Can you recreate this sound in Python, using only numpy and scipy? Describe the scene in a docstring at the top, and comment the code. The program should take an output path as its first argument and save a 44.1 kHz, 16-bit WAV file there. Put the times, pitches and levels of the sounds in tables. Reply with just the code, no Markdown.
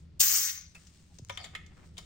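"""Compressed air escapes as a hose is uncoupled: a sharp spit, then the hiss of a turbulent jet that
weakens as the pressure falls. The hose is then handled: friction makes it rustle and scrape,
and impacts excite the natural modes of its metal fittings, which clink against an engine.
Distant machines rumble and hum in the reverberant workshop; two microphone ports stand close by."""
import sys
import numpy as np
from scipy import signal
from scipy.fft import rfft, irfft
from scipy.io import wavfile
from scipy.ndimage import uniform_filter1d, map_coordinates

SR = 44100
rng = np.random.default_rng(int(sys.argv[2]) if len(sys.argv) > 2 else 0)


def master(y):
    """Save y as 16-bit WAV."""
    cut = np.clip(np.atleast_2d(y).T, -1, 1)
    pcm = np.round(cut * 32767)  # scale
    wavfile.write(sys.argv[1], SR, pcm.astype(np.int16))


N = 90404
T, HZ = np.arange(N) / SR, np.fft.rfftfreq(N, 1 / SR)
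RELEASE_S = 0.1932

# workshop sound at the two ports (frequency [Hz], coherence [0-1], left lead [rad], left - right [dB])
ROOM_AT_PORTS = [(78, 1, 0.058, 0), (396.7, 0.48, 0.016, 1.4), (2500, 0.23, 0.1, 0.5), (6550, 0.3, .3, 7),
                 (8500, 0.27, 0.082, 0.5)]


def jet(weak_from_s=.37, weak_by_s=.49, eddy_db=2, flutter_db=.5):
    """Turbulent jet noise: as pressure falls the hiss weakens and narrows onto the coupling's modes."""
    # spectra at full and at low pressure (frequency [Hz], relative level [dB])
    full_spectrum = [(500, -26.5), (900, -20.5), (1650, -6.5), (2600, -8.5), (3900, -8.5), (5100, 0.5),
                     (6800, 3.5), (8000, -5), (10200, -10), (11800, -4.5), (15000, 0.5)]
    weak_spectrum = [(550, -38.5), (2100, -11.5), (2900, -16.5), (5300, -8.5), (6200, 3), (7300, -11),
                     (10200, -24.5), (11500, -11), (13500, -20), (15500, -7)]
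    # strength of the jet (time [s], level [dB])
    strength = [(.195, -100), (.206, -26.5), (.24, -21.5), (.375, -22.5), (.45, -28), (.496, -29),
                (.55, -38), (.6, -43.5), (.666, -54), (.8, -78.5)]
    weak = np.clip((T - weak_from_s) / (weak_by_s - weak_from_s), 0, 1)
    air = np.sqrt(1 - weak) * noise(full_spectrum) + np.sqrt(weak) * noise(weak_spectrum)
    air = early_reflections(cowling_echo(air), echo_db=-9)
    hz, t, spectra = signal.stft(air, SR, nperseg=256)
    eddies = uniform_filter1d(rng.standard_normal(spectra.shape[1:]), size=10, axis=0)
    eddies = unit(uniform_filter1d(eddies, size=8, axis=1))  # patches in frequency and time
    # a low-pass fade removes the treble from 0.55 s on
    treble_octaves = np.log2(np.maximum(hz / 5500, 1))
    fade_db = 156.5 * np.outer(treble_octaves, np.maximum(t - .55, 0))
    air = signal.istft(spectra * amp(eddy_db * eddies - fade_db), nperseg=256)[1][:, :N]
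    return air * envelope(strength) * amp(flutter_db * drift(rate_hz=150))


def cowling_echo(x, delay_s=.00286, growth_per_s=.125, echo_db=-7):
    """Comb filtering: an echo interferes with the hiss; the notches slide down as the hose recoils."""
    emitted_s = T - delay_s * (1 + growth_per_s * (T - RELEASE_S))
    echo = np.array([map_coordinates(side, [emitted_s * SR]) for side in x])
    return unit(x - amp(echo_db) * echo)


def spit(rise_s=.011, hold_s=.011, decay_s=.012, level_db=-15.5):
    """Sudden expansion: the seal breaks with a blast, and the sleeve rings as it snaps back."""
    # spectrum of the blast (frequency [Hz], relative level [dB])
    spectrum = [(200, -24.5), (380, -27), (560, -17.5), (850, -21), (2200, -20.5), (2900, -5.5), (4100, -8),
                (5200, -2), (6900, 0.5), (8500, -5), (10500, -13.5), (15500, -1.5)]
    # modes of the sleeve (frequency [Hz], level [dB], T60 [s])
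    sleeve_modes = [(3640, -38.5, 0.43), (5140, -31, 0.14), (6820, -27.5, 0.19), (8420, -22, 0.13)]
    t = np.maximum(T - RELEASE_S, 0)
    shape = np.minimum(t / rise_s, 1) ** 2 * np.exp(-np.maximum(t - rise_s - hold_s, 0) / decay_s)
    return amp(level_db) * shape * noise(spectrum) + ring(RELEASE_S + rise_s, sleeve_modes)


def plug():
    """Damped vibration: the freed plug taps twice, its ring shortened by the hand."""
    # taps (time [s])
    taps = [.752, .764]
    # mode of the plug (frequency [Hz], level [dB], T60 [s])
    modes = [(2612, -46, 0.057)]
    return sum(ring(start, modes) for start in taps)


def knocks(clatter_db=7.5, ring_db=-4.5, bass_lag_s=.0046, bracket_s=1.298):
    """Impact excitation: each knock is a brief clatter of contacts that sets the fittings ringing."""
    # knocks (time [s], clatter decay [s], then a level [dB] for each of the four bands)
    impacts = [(.747, 0.016, -56.5, -53.5, -63, -55), (1.295, 0.0073, -38, -37.5, -34.5, -46),
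               (1.3734, 0.0042, -42.5, -39.5, -30.5, -44.5), (1.390, 0.02, -54, -48.5, -48, -67),
               (1.440, 0.016, -50, -45.5, -42, -52), (1.5496, 0.0084, -46.5, -31.5, -36.5, -49),
               (1.968, 0.012, -61, -60, -47, -60.5), (1.9787, 0.0091, -46, -48.5, -40.5, -44.5)]
    # band centres (frequency [Hz])
    bands = [1050, 2040, 3090, 4950]
    # spectrum of the clatter (frequency [Hz], relative level [dB])
    spectrum = [(120, -31), (300, -7), (560, 2.5), (1500, 3.5), (2100, 5.5), (2700, -2.5), (3500, 6.5),
                (4200, 0.5), (7200, -1.5), (10000, -6), (11300, -39), (14000, -11)]
    # modes of the fittings (frequency [Hz], relative level [dB], T60 [s])
    fitting_modes = [(1241, -6.5, 0.16), (1830, -6, 0.1), (2145, -5.5, 0.18), (3118, -4.5, 0.069),
                     (3500, -9, 0.22), (3780, -14, 0.16), (5190, -4.5, 0.098), (7040, 1.5, 0.08)]
    # modes of an engine bracket, rung by the hardest knock (frequency [Hz], level [dB], T60 [s])
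    bracket_modes = [(553.6, -38.5, 0.11), (973, -34.5, 0.067), (2342, -42, .08), (3490, -36.5, 0.064)]
    out = np.zeros((2, N))
    bass = 1 / (1 + (HZ / 1400) ** 6)
    for start, decay, *band_db in impacts:
        weight = list(zip(bands, band_db))
        rise = .25 * decay  # longer clatters start more softly
        colour = amp(at_hz(spectrum, HZ) + at_hz(weight, HZ) + clatter_db)
        contacts = rfft(rng.standard_normal((2, N))) * colour
        out += irfft(contacts * bass, N) * strike(start, rise + bass_lag_s, decay)
        out += irfft(contacts * (1 - bass), N) * strike(start, rise, decay)
        out += ring(start, [(hz, db + at_hz(weight, hz) + ring_db, t60) for hz, db, t60 in fitting_modes])
    return early_reflections(out + ring(bracket_s, bracket_modes), echo_db=-17)


def scrapes(relative_half_width=.07, relative_fall=.05):
    """Stick-slip friction on the engine: uneven slips excite one slightly sinking resonance per stroke."""
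    # strokes of hose and fittings (time [s], duration [s], resonance [Hz], level [dB])
    strokes = [(1.098, 0.039, 810, -72), (1.385, 0.083, 735, -55), (1.382, .09, 4750, -54),
               (1.432, 0.028, 7280, -50.5), (1.3, 0.077, 6100, -55)]
    out = np.zeros((2, N))
    grip = np.exp(.5 * drift(rate_hz=200))
    for start, length, hz, db in strokes:
        along = np.clip((T - start) / length, 0, 1)
        carrier = np.exp(2j * np.pi * np.cumsum(hz * (1 - relative_fall * along)) / SR)
        slips = irfft(rfft(rng.standard_normal((2, 2, N))) / (1 + (HZ / (relative_half_width * hz)) ** 2), N)
        resonance = slips[0] * carrier.real + slips[1] * carrier.imag
        out += amp(db) * np.sqrt(abs(np.sin(np.pi * along))) * unit(grip * resonance)
    return out


def handling(rustle_grain_db=2, scuff_grain_db=3):
    """Friction and light impacts: the moving hose rustles, scuffs and ticks in bursts of noise."""
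    # the hose slides through the hands (time [s], level [dB])
    sliding = [(0, -67.5), (.11, -86), (.65, -76.5), (.78, -66), (.98, -66.5), (1.06, -70.5), (1.17, -67),
               (1.23, -74), (1.45, -65.5), (1.6, -80), (1.87, -65), (1.92, -80.5), (2.05, -62)]
    # dull scuffs (time [s], half-length [s], level [dB])
    scuff_events = [(1.542, 0.0088, -53.5), (1.725, 0.017, -63.5), (1.79, 0.028, -60.5),
                    (1.838, 0.016, -59)]
    # ticks of hose and gauge (time [s], decay [s], level [dB])
    tick_events = [(0.869, 0.014, -55), (1.1859, 0.0048, -45), (1.2489, 0.00052, -42.5),
                   (1.287, .0008, -46), (1.357, 0.00072, -46), (1.663, 0.0073, -56)]
    # spectra of the three sounds (frequency [Hz], relative level [dB])
    rustle_spectrum = [(300, -8), (1200, -1.5), (6200, 3), (8800, 2), (11000, -26.5), (15000, -9.5)]
    scuff_spectrum = [(150, 2.5), (320, -0.5), (1200, 0), (2500, -7), (7000, -39)]
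    tick_spectrum = [(300, -9), (4000, 7.5), (7000, 15.5), (11000, -20), (15000, -7)]
    grain = drift(rate_hz=200)
    rustle = noise(rustle_spectrum) * envelope(sliding)
    rustle *= unit(amp(rustle_grain_db * (grain + drift(rate_hz=16))))
    swells = sum(amp(db) * np.exp(-((T - centre) / width) ** 2) for centre, width, db in scuff_events)
    scuffs = noise(scuff_spectrum) * swells * unit(amp(scuff_grain_db * grain))
    pulses = sum(amp(db) * strike(start, .00029, decay) for start, decay, db in tick_events)
    return rustle + scuffs + noise(tick_spectrum) * pulses


def bumps():
    """Heavy damping: each soft bump of the rubber hose lasts a few cycles and sags in pitch."""
    # bumps (time [s], initial frequency [Hz], peak level [dB], decay [s], exponent of the pitch fall [-])
    events = [(1.1926, 1070, -48.5, 0.0063, 2.01), (1.221, 131, -40, 0.0066, .12),
              (1.272, 115.5, -47.5, 0.0295, .17)]
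    out = np.zeros(N)
    for start, hz, db, decay, sag in events:
        age = np.maximum(T - start, 0) / decay
        cycles = np.cumsum(hz * (age > 0) * (1 + age) ** -sag) / SR
        out += amp(db) * age * np.exp(1 - age) * np.sin(2 * np.pi * cycles)
    return out


def machines(waver=.02):
    """Machine noise: distant machines give a continuous rumble spectrum and two wavering hum lines."""
    # spectrum of the rumble and lines of the hum (frequency [Hz], relative level [dB])
    spectrum = [(25, -4), (80, 6), (120, -3.5), (170, -1), (230, -10.5), (400, -18.5), (800, -31.5),
                (5000, -36), (16000, -70)]
    hum_lines = [(78, -8), (168, -12)]
    # strength of both together (time [s], level [dB])
    strength = [(.2, -54.5), (.45, -60.5), (.7, -58.5), (1.3, -57), (1.6, -53), (2.05, -53.5)]
    hum = np.zeros(N)
    for hz, db in hum_lines:
        cycles = np.cumsum(hz * (1 + waver * drift(rate_hz=5.2))) / SR
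        hum += amp(db) * np.sqrt(2) * np.sin(2 * np.pi * cycles)
    return (ports(noise(spectrum), ROOM_AT_PORTS) + hum) * envelope(strength)


def early_reflections(x, echo_db, count=24):
    """Interference: reflections off engine and cowling, 1 to 33 ms late, comb the sound."""
    taps = np.zeros((2, SR // 30))
    for side in taps:
        echoes = rng.choice([-1, 1], count) * amp(echo_db) / np.sqrt(count)
        side[rng.integers(SR // 1000, len(side), count)] = echoes
    taps[:, 0] = 1
    return signal.fftconvolve(x, taps / np.linalg.norm(taps[0]), axes=1)[:, :N]


def reverberation(x):
    """Diffuse field: the workshop's tail decays exponentially, fastest in the treble."""
    # reverberation time (frequency [Hz], T60 [s])
    t60 = [(1000, 0.56), (3000, 0.54), (15000, 0.26)]
    hz, t, spectra = signal.stft(rng.standard_normal((2, SR)), SR, nperseg=256)
    tail = signal.istft(spectra * amp(-60 * t / at_hz(t60, hz)[:, None]), SR, nperseg=256)[1]
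    tail[:, :SR // 200] = 0  # begins after 5 ms
    return signal.fftconvolve(x, tail / np.linalg.norm(tail[0]), axes=1)[:, :N]


def ports(x, table, size=512):
    """Partial coherence: two unrelated signals mix into a stereo pair of set likeness, phase and balance."""
    table, hz = np.array(table), np.fft.rfftfreq(size, 1 / SR)
    coherence, lead, pan_db = (at_hz(table[:, [0, k]], hz) for k in (1, 2, 3))
    shared, apart = np.sqrt((1 + coherence) / 2), np.sqrt((1 - coherence) / 2)
    sides = np.array([amp(pan_db), np.exp(-1j * lead)]) * np.sqrt(2 / (1 + amp(pan_db) ** 2))
    mixing = sides[:, None] * np.array([[shared, apart], [shared, -apart]])
    taps = np.fft.fftshift(irfft(mixing), -1) * np.hanning(size)
    return signal.fftconvolve(x[None], taps, axes=-1).sum(1)[:, size // 2:][:, :N]


def ring(start, modes, relative_split=.05, rise_s=.0019):
    """Free vibration: each mode beats with a weaker, shorter-lived neighbour; sides are in quadrature."""
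    t, out = T[:SR // 2], np.zeros(N + SR, complex)
    at, onset = round(start * SR), np.minimum(t / rise_s, 1)
    for hz, db, t60 in modes:
        decay = amp(-60 * t / t60)
        beat_hz = hz * rng.normal(0, relative_split)
        neighbour = .5 * np.sqrt(decay) * np.exp(2j * np.pi * (beat_hz * t + rng.random()))
        tone = np.exp(2j * np.pi * (hz * t + rng.random()))
        out[at:at + len(t)] += amp(db) * onset * decay * (1 + neighbour) * tone
    return np.array([out.real, out.imag])[:, :N]


def strike(start, rise, decay):
    """Transient envelope: linear rise, exponential fall."""
    t = np.maximum(T - start, 0)
    return np.minimum(t / rise, 1) * np.exp(-np.maximum(t - rise, 0) / decay)


def noise(spectrum):
    """Two incoherent noises of one spectrum, rms 1."""
    return unit(irfft(rfft(rng.standard_normal((2, N))) * amp(at_hz(spectrum, HZ)), N))


def drift(rate_hz):
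    """Low-pass random fluctuation, rms 1."""
    return unit(irfft(rfft(rng.standard_normal(N)) * np.exp(-(HZ / rate_hz) ** 2), N))


def envelope(points):
    """Gain from a (time [s], level [dB]) table."""
    return amp(np.interp(T, *np.transpose(points)))


def at_hz(points, hz):
    """Interpolates a (frequency [Hz], value) table on a logarithmic frequency axis."""
    f, value = np.transpose(points)
    return np.interp(np.log(hz + 1), np.log(f + 1), value)


def amp(db):
    return 10 ** (np.asarray(db) / 20)


def unit(x):
    return x / np.sqrt(np.mean(x ** 2) + 1e-20)


def scene(air_room_db=-16, hardware_room_db=-12):
    """Superposition: escaping air and handled hardware, with their reverberation, over the machines."""
    # the air at the two ports (frequency [Hz], coherence [0-1], left lead [rad], left - right [dB])
    air_at_ports = [(500, .7, 0, .5), (1500, .3, 2.2, 0), (2200, .3, 1, 2), (3200, .3, 4.3, -.5),
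                    (5000, .45, .9, 5), (7000, .65, 1.4, 10), (8200, .7, -.1, .5), (9100, .73, -.6, .5),
                    (11200, .99, -3.15, 0), (12900, .88, -4.5, 0), (14000, .99, -6.2, 0),
                    (15000, .98, -6.35, 0), (15800, .86, -7.3, 0)]
    air = spit() + jet()
    hardware = knocks() + handling() + scrapes()
    hardware = hardware + amp(hardware_room_db) * reverberation(hardware) + plug()
    air = air + amp(air_room_db) * reverberation(air)
    return ports(air, air_at_ports) + ports(hardware, ROOM_AT_PORTS) + bumps() + machines()


def record(dry, cutoff_hz=15850):
    """Band limiting: a steep low-pass filter removes the highest treble."""
    lowpass = signal.firwin(801, cutoff_hz, window=("kaiser", 8), fs=SR)
    return signal.oaconvolve(dry, lowpass[None], "same")


dry = scene()
out = record(dry)
master(out)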